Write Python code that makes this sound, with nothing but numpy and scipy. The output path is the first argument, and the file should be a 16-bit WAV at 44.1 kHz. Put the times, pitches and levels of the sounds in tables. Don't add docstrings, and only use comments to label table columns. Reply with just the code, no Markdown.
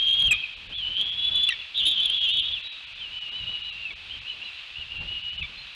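import sys
import numpy as np
from scipy import signal
from scipy.fft import rfft, irfft, next_fast_len
from scipy.io import wavfile
from scipy.ndimage import uniform_filter1d

SR = 44100
rng = np.random.default_rng(int(sys.argv[2]) if len(sys.argv) > 2 else 0)


def gain_from_db(level_db):
    decades = np.asarray(level_db, float) / 20
    return 10 ** decades


def wrap_up_sound(samples):
    columns = np.atleast_2d(samples).T
    tamed = np.clip(columns, -1, 1)
    steps = np.round(tamed * 32767).astype(np.int16)
    wavfile.write(sys.argv[1], SR, steps)


N = 253553
T = np.arange(N) / SR

# time in seconds, pitch in Hz, level in dB.
NEAR_PHRASES = [
    [(0.0, 3211, -21), (0.226, 3255, -22), (0.28, 3177, -20.5), (0.29, 2787, -20), (0.3, 2808, -35)],
    [(0.308, 2659, -20.5), (0.314, 2576, -14), (0.322, 2460, -16.5), (0.348, 2411, -32.5),
     (0.36, 2620, -46)],
    [(1.17, 3355, -31.5), (1.274, 3418, -21.5), (1.31, 3393, -29.5), (1.352, 3443, -23),
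     (1.488, 3430, -24.5)],
]
# time in seconds, pitch in Hz, level in dB.
SOFT_PHRASES = [
    [(2.97, 3440, -48), (2.998, 3596, -38), (3.016, 3160, -36), (3.068, 2830, -38), (3.09, 2796, -42),
     (3.1, 3017, -66)],
    [(4.95, 2938, -40), (4.964, 2762, -34.5), (5.066, 2789, -40), (5.092, 2906, -33), (5.17, 2891, -33),
     (5.2, 2823, -45)],
    [(5.2, 2797, -48.5), (5.212, 2970, -41.5), (5.282, 2886, -33.5), (5.314, 2923, -38), (5.34, 2990, -37),
     (5.4, 2900, -39)],
    [(5.41, 2833, -34), (5.418, 2587, -28), (5.426, 2580, -24), (5.432, 2430, -38), (5.44, 2180, -43)],
]
# time in seconds, pitch in Hz, level in dB.
HUSKY_PHRASES = [
    [(0.71, 2513, -59), (0.726, 3098, -31), (0.76, 3496, -30), (0.846, 2934, -30), (0.91, 3040, -31),
     (0.944, 3032, -34), (1.022, 3280, -20), (1.034, 3318, -30), (1.17, 3340, -29.5)],
]
# trough in seconds, trough pitch in Hz, crest in seconds, crest pitch in Hz, level in dB.
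HOARSE_SYLLABLES = [(1.745, 3450, 1.775, 3660, -23.5), (1.825, 3110, 1.895, 3550, -21.5),
                    (1.975, 3250, 2.045, 3490, -22), (2.088, 3110, 2.155, 3360, -23),
                    (2.19, 3270, 2.225, 3300, -20.5), (2.285, 3090, 2.34, 3370, -22.5),
                    (2.36, 3330, 2.39, 3385, -21.5), (2.418, 3170, 2.465, 3350, -27),
                    (2.5, 3290, 2.535, 3500, -28)]
# trough in seconds, trough pitch in Hz,
# crest in seconds, crest pitch in Hz, level in dB.
WAVER_SYLLABLES = [(3.105, 2870, 3.165, 2990, -35), (3.3, 2840, 3.375, 3020, -33),
                   (3.447, 2830, 3.52, 2940, -32), (3.6, 2865, 3.68, 2920, -34),
                   (3.73, 2740, 3.8, 2800, -38), (3.846, 2790, 3.866, 2610, -31)]
# trough in seconds, trough pitch in Hz,
# crest in seconds, crest pitch in Hz, level in dB.
REPLY_SYLLABLES = [(3.325, 3790, 3.38, 3960, -43), (3.46, 3790, 3.54, 3900, -43),
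                   (3.605, 3820, 3.66, 3940, -45)]
# start in seconds, length in seconds, crest pitch in Hz, arch in Hz, level in dB.
CHIRPS = [(4.09, 0.1, 3180, 380, -31.5), (4.25, .11, 2990, 380, -30), (4.4, 0.11, 2920, 420, -35),
          (4.74, .115, 2936, 420, -35), (4.875, .1, 2884, 329.5, -34.5)]
# start in seconds, length in seconds, pitch in Hz, sag in Hz, level in dB.
FAR_NOTES = [(1.41, .09, 4010, 29.5, -42), (2.63, .08, 3850, -21, -38.5), (2.71, .07, 3830, 81, -41.5),
             (4.275, .065, 4050, 29.5, -45), (4.435, .07, 3990, 40, -44.5), (4.52, 0.11, 3960, 1.5, -51.5),
             (5.575, .065, 4130, 25, -44.5), (5.645, .1, 3940, 99, -53)]
# start in seconds, length in seconds, pitch in Hz, sag in Hz, level in dB.
UNDER_NOTES = [(1.21, 0.094, 3080, 0.5, -39), (1.33, 0.22, 3094, 0.5, -36), (1.8, 0.065, 3015, -1.5, -35.5),
               (1.97, .07, 3063, -1.5, -30), (2.17, .1, 2980, 59.5, -36.5), (2.33, .13, 2954, -0.5, -35.5)]
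# start in seconds, peak in dB.
PUSHES = [(0.079, -10.5), (.1114, -13), (0.2125, -7.5), (.262, -17), (.3107, -12), (.4444, -27),
          (0.781, -20), (.962, -15), (1.0071, -13), (1.2452, -12.5), (1.3507, -14.5), (1.481, -16.5),
          (2.178, -14), (1.94, -16.5), (1.8192, -19), (1.8623, -9.5), (1.974, -15.5), (2.0272, -12.5),
          (2.052, -9.5), (2.095, -11), (2.2247, -15), (2.367, -14), (2.4816, -17), (3.3266, -25),
          (3.489, -21.5), (3.6172, -23.5), (3.8493, -19), (4.7569, -22.5), (5.2615, -22), (5.376, -21),
          (5.391, -23), (5.418, -22)]
# time in seconds, depth in dB.
CATCHES = [(1.305, -8.5), (1.462, -9), (1.848, -9.5), (1.955, -5), (3.21, -7), (3.322, -8), (3.35, -5),
           (3.452, -13), (3.6, -4), (3.843, -13), (4.125, -4), (4.435, -7), (4.752, -8), (5.368, -8),
           (5.408, -11)]
OVERTONES_DB = [-45.5, -45.5, -48]
# frequency in Hz, density in dB per Hz.
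BREATH = [(1500, -39), (2200, -22.5), (2600, -7), (3200, 1), (3900, -5.5), (4400, -18), (6000, -55)]
# start in seconds, length in seconds, pitch in Hz, fall as a share of pitch, level in dB.
GULPS = [
    (.308, 0.069, 1306, .1, -29),
    (1.489, 0.013, 1440, 0.12, -26),
    (1.502, 0.03, 1986, 0.055, -26),
    (1.516, 0.029, 1895, .07, -28),
    (1.519, 0.059, 1152, 0.047, -40),
    (2.361, 0.11, 313, .033, -56),
    (3.904, 0.027, 1170, 0.085, -37),
    (5.428, 0.039, 1182, .03, -31.5),
]
# frequency in Hz, gain in dB.
THROAT = [(316, 0.5), (630, -11), (1150, -23.5), (2000, -5), (2900, 7), (3900, -6.5), (4400, -9),
          (6000, -25)]
# start in seconds, length in seconds, level in dB.
RUSTLES = [(9.3, .025, -46), (5.02, 0.063, -50.5), (3.47, 0.039, -58)]
# frequency in Hz, density in dB per Hz.
LEAVES = [(120, -55), (200, -32), (281, -28), (440, -28), (499, -24.5), (1850, -14), (2130, -12.5),
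          (2600, 0.5), (2790, -1.5), (3930, -8), (5520, -26.5), (13100, -46), (14600, -60)]
# centre in seconds, half width in seconds, level in dB over the breeze.
GUSTS = [(.07, .03, 3.5), (.29, 0.1, 13.5), (.7, .06, 8.5), (1.02, 0.11, 6.5), (1.36, 0.082, 6),
         (1.699, 0.077, -9.5), (1.88, 0.14, 7), (2.149, .15, 1.5), (2.53, .05, 7.5), (2.801, 0.2, -12),
         (3.461, 0.078, 11), (4.1, .25, 0.5), (4.63, 0.12, -14), (4.8, 0.019, 11), (5.02, 0.067, 13),
         (5.421, 0.06, 10.5), (5.75, .1, -10)]
# frame number, level in dB over the 1-2 kHz hiss that a band needs to survive.
STARVED = [(6, 7), (14, 3), (26, 2), (32, 1), (35, 3), (36, 6), (45, 1), (49, 1), (52, 6), (103, 8),
           (109, 7), (112, 4), (113, 7), (119, 1), (123, 2), (126, 3), (127, 3), (134, 0), (138, -1),
           (150, 5), (155, 2), (170, 0), (174, 4), (185, 4), (197, 2), (234, 3), (245, 1), (249, 2),
           (252, 3), (254, 4)]


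def near_bird():
    push = pushes(rise_s=0.008, fall_s=0.014, trim_db=-4.5)
    hoarse = warble(HOARSE_SYLLABLES, end=(2.59, 2650, -32.5))
    waver = warble(WAVER_SYLLABLES, end=(3.9, 2580, -34.5))
    soft = SOFT_PHRASES[:1] + waver + SOFT_PHRASES[1:]
    voice = whistle(NEAR_PHRASES, push, flutter_db=1.6, rasp=0.27, rasp_rate=450,
                    side_hz=470, side_db=-19, jitter=0.004, breath_db=-16)
    voice += whistle(HUSKY_PHRASES, push, flutter_db=1.6, rasp=0.28, rasp_rate=500,
                     side_hz=190, side_db=-12, jitter=0.006, breath_db=-14)
    voice += whistle(hoarse, push, flutter_db=1.7, rasp=0.36, rasp_rate=750,
                     side_hz=330, side_db=-10, jitter=0.01, breath_db=-12)
    voice += whistle(soft, push, flutter_db=2.6, rasp=0.18, rasp_rate=450,
                     side_hz=200, side_db=-17, jitter=0.005, breath_db=-18)
    voice += whistle(held(UNDER_NOTES), 0, flutter_db=5.0, rasp=0.08, rasp_rate=700,
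                     side_hz=202, side_db=-18, jitter=0.0043, breath_db=-25.5)
    voice += whistle(chirps(CHIRPS), push, flutter_db=3, rasp=0.3, rasp_rate=450,
                     side_hz=70, side_db=-7, jitter=0.005, breath_db=-18)
    return voice


def far_bird():
    notes = held(FAR_NOTES)
    reply = warble(REPLY_SYLLABLES, end=(3.8, 3770, -54))
    return whistle(notes[:3] + reply + notes[3:], 0, flutter_db=2.2, rasp=0.18, rasp_rate=400,
                   side_hz=200, side_db=-21, jitter=0.005, breath_db=-22)


def whistle(phrases, push, flutter_db, rasp, rasp_rate, side_hz, side_db, jitter, breath_db):
    hz, gain = played(phrases)
    sounding = np.clip(gain / gain_from_db(-60.0), 0, 1)
    gain = np.maximum(gain * gain_from_db(flutter_db * walk(70)), push * sounding)
    phase = 2 * np.pi * np.cumsum(hz * (1 + jitter * walk(90.2))) / SR
    twin_phase = 2 * np.pi * np.cumsum(side_hz * (1 + 0.13 * walk(12))) / SR
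    twin = gain_from_db(side_db + 8.0 * walk(11)) * np.sin(twin_phase)
    shake = 1 + twin + rasp * (walk(rasp_rate) + 1j * walk(rasp_rate))
    size = np.sqrt(2) * gain * abs(shake) / np.sqrt(np.mean(abs(shake) ** 2))
    phase = phase + np.angle(shake)
    grain = 0.32 * walk(700)
    full_effort_db = -20
    effort = (size / gain_from_db(full_effort_db)) ** 0.29
    overtones = sum(gain_from_db(db) * np.sin((k + 2) * (phase + grain)) for k, db in enumerate(OVERTONES_DB))
    breath = gain * gain_from_db(breath_db) * colour(BREATH)
    return size * (np.sin(phase) + effort * overtones) + breath


def played(phrases):
    hz = np.interp(T, *np.concatenate(phrases)[:, :2].T)
    gain = np.zeros(N)
    for s, _, db in map(np.transpose, phrases):
        on = (T >= s[0]) & (T <= s[-1])
        gain[on] = gain_from_db(np.interp(T[on], s, db))
    return uniform_filter1d(hz, 150), uniform_filter1d(gain, 200)


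def warble(rows, end):
    trough_db = -4.5
    turns = []
    for s, hz, top_s, top_hz, db in rows:
        turns += [(s, hz, db + trough_db), (top_s, top_hz, db)]
    turns = np.array(turns + [end])
    ease = np.linspace(0, 1, num=8, endpoint=False)[:, None]
    swing = (1 - np.cos(np.pi * ease)) / 2
    shape = np.hstack([ease, swing, swing])
    return [np.concatenate([a + (b - a) * shape for a, b in zip(turns, turns[1:])] + [turns[-1:]])]


def chirps(rows):
    u = np.linspace(-1, 1, num=15)
    edge_db = -13
    return [np.transpose([s + length * (u + 1) / 2, hz - arch_hz * u ** 2, db + edge_db * u ** 2])
            for s, length, hz, arch_hz, db in rows]


def held(rows):
    fade_s, edge_db, tire_db = 0.015, -3.5, -3
    return [[(s, hz, db + edge_db),
             (s + fade_s, hz, db),
             (s + length - fade_s, hz - sag_hz, db + tire_db),
             (s + length, hz - sag_hz, db + tire_db + edge_db)] for s, length, hz, sag_hz, db in rows]


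def pushes(rise_s, fall_s, trim_db):
    out = np.zeros(N)
    for s, db in PUSHES:
        span = slice(int(s * SR), int((s + 0.06) * SR))
        u = T[span] - s
        rise = np.sin(np.pi / 2 * np.clip(u / rise_s, 0, 1))
        swell = gain_from_db(db + trim_db) * rise * np.exp(-(u / fall_s) ** 2)
        out[span] = np.maximum(out[span], swell)
    return out


def catches():
    width_s = 0.0056
    return gain_from_db(sum(db * np.exp(-((T - s) / width_s) ** 2) for s, db in CATCHES))


def gulps():
    out = np.zeros(N)
    rasp = 1 + 0.55 * walk(350)
    throat_hz, throat_db = np.transpose(THROAT)
    for s, length, hz, fall, db in GULPS:
        u = np.clip((T - s) / length, 0, 1)
        phase = 2 * np.pi * hz * length * (u - fall * u ** 2 / 2)
        swell = np.sin(np.pi * u ** 0.37)
        for k in range(1, 4):
            partial_db = db + np.interp(np.log(k * hz), np.log(throat_hz), throat_db)
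            out += swell * gain_from_db(partial_db) * np.sin(k * phase)
    return np.sqrt(2) * out * rasp


def wood(x):
    t60_s, tail_db, slap_s, slap_db = 1, -15, 0.125, -18
    t = T[:SR]
    tail = rng.standard_normal(SR) * np.exp(-np.log(1000) * t / t60_s) * np.clip(t / 0.033, 0, 1)
    tail = gain_from_db(tail_db) * tail / np.sqrt(np.sum(tail ** 2))
    tail[int(slap_s * SR)] += gain_from_db(slap_db)
    tail = signal.sosfilt(signal.butter(2, [2000, 5000], "band", fs=SR, output="sos"), tail)
    sway = (1 + 1.6 * walk(260)) / 1.89
    return signal.fftconvolve(x * sway, tail)[:N]


def rustles():
    swell = sum(gain_from_db(db) * np.sin(np.pi * np.clip((T - s) / length, 0, 1)) for s, length, db in RUSTLES)
    twigs = colour([(100, -12), (300, -1), (800, -6.5), (1500, -11.0), (2500, -25)])
    return swell * gain_from_db(3.6 * walk(150)) * twigs


def leaves():
    return gain_from_db(-41.5 + 0.5 * walk(6)) * colour(LEAVES)


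def wind():
    calm_db, rumble_db, rumble_slope = -56, -7, 0.79
    gust_db = sum(db * np.exp(-((T - s) / half_s) ** 2) for s, half_s, db in GUSTS)
    low = colour([(12, -32.5), (30, 0), (70, 0.5), (130, -6.5), (200, -13.5), (300, -41)])
    low = low * gain_from_db(2.5 * walk(9))
    high = colour([(150, -6.5), (250, -8), (500, -12.0), (1000, -12), (1900, -13.5)])
    high = high * gain_from_db(3.7 * walk(19))
    return gain_from_db(calm_db) * (gain_from_db(gust_db) * low + gain_from_db(rumble_db + rumble_slope * gust_db) * high)


def colour(points):
    hz, db = np.transpose(points)
    size = next_fast_len(N)
    bins = np.maximum(np.fft.rfftfreq(size, 1 / SR), 1)
    curve_db = np.interp(np.log(bins), np.log(hz), db, left=-90, right=-90)
    y = irfft(rfft(rng.standard_normal(size)) * gain_from_db(curve_db), size)[:N]
    return y / np.std(y)


def walk(rate):
    k = int(SR / rate)
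    y = uniform_filter1d(uniform_filter1d(rng.standard_normal(N), k), k)
    return y / np.std(y)


def scene():
    birds = (near_bird() + far_bird()) * catches() + gulps()
    return (birds + wood(birds) + leaves() + wind() + rustles())[None]


def input_stage(x):
    clip, hardness = 0.19, 28
    x = x / clip
    x = x / (1 + abs(x) ** hardness) ** (1 / hardness)
    bend = gain_from_db(-25) * x ** 2 + gain_from_db(-20.5) * (x ** 4 - x ** 2)
    x = clip * (x + bend - uniform_filter1d(bend, 400))
    x = signal.sosfilt(signal.butter(1, 9000, fs=SR, output="sos"), x)
    return signal.sosfilt(signal.ellip(8, 0.2, 60, 14150, fs=SR, output="sos"), x)


def starve(x):
    frame_s, luck_db = 1024 / 48000, 4
    out = x.copy()
    size = int(1.5 * frame_s * SR)
    window = np.sqrt(np.hanning(size))
    luck = rng.standard_normal((len(STARVED), size // 12 + 1))
    for (frame, need_db), chance in zip(STARVED, luck):
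        start = int((frame * frame_s + 0.00068) * SR) - size // 2
        spec = rfft(x[start:start + size] * window)
        band = np.sqrt(uniform_filter1d(abs(spec) ** 2, size=5))
        hiss = np.median(band[1000 * size // SR:2000 * size // SR])
        need = hiss * gain_from_db(need_db + luck_db * np.repeat(chance, repeats=6)[:len(spec)])
        lost = spec / (1 + (band / need) ** 8)
        out[start:start + size] -= irfft(lost, size) * window
    return out


def band_limit(x):
    return signal.sosfilt(signal.butter(12, 14700, fs=SR, output="sos"), x)


def record(dry):
    mix = starve(input_stage(dry[0]))[None]
    return band_limit(mix)


dry = scene()
out = record(dry)
wrap_up_sound(out)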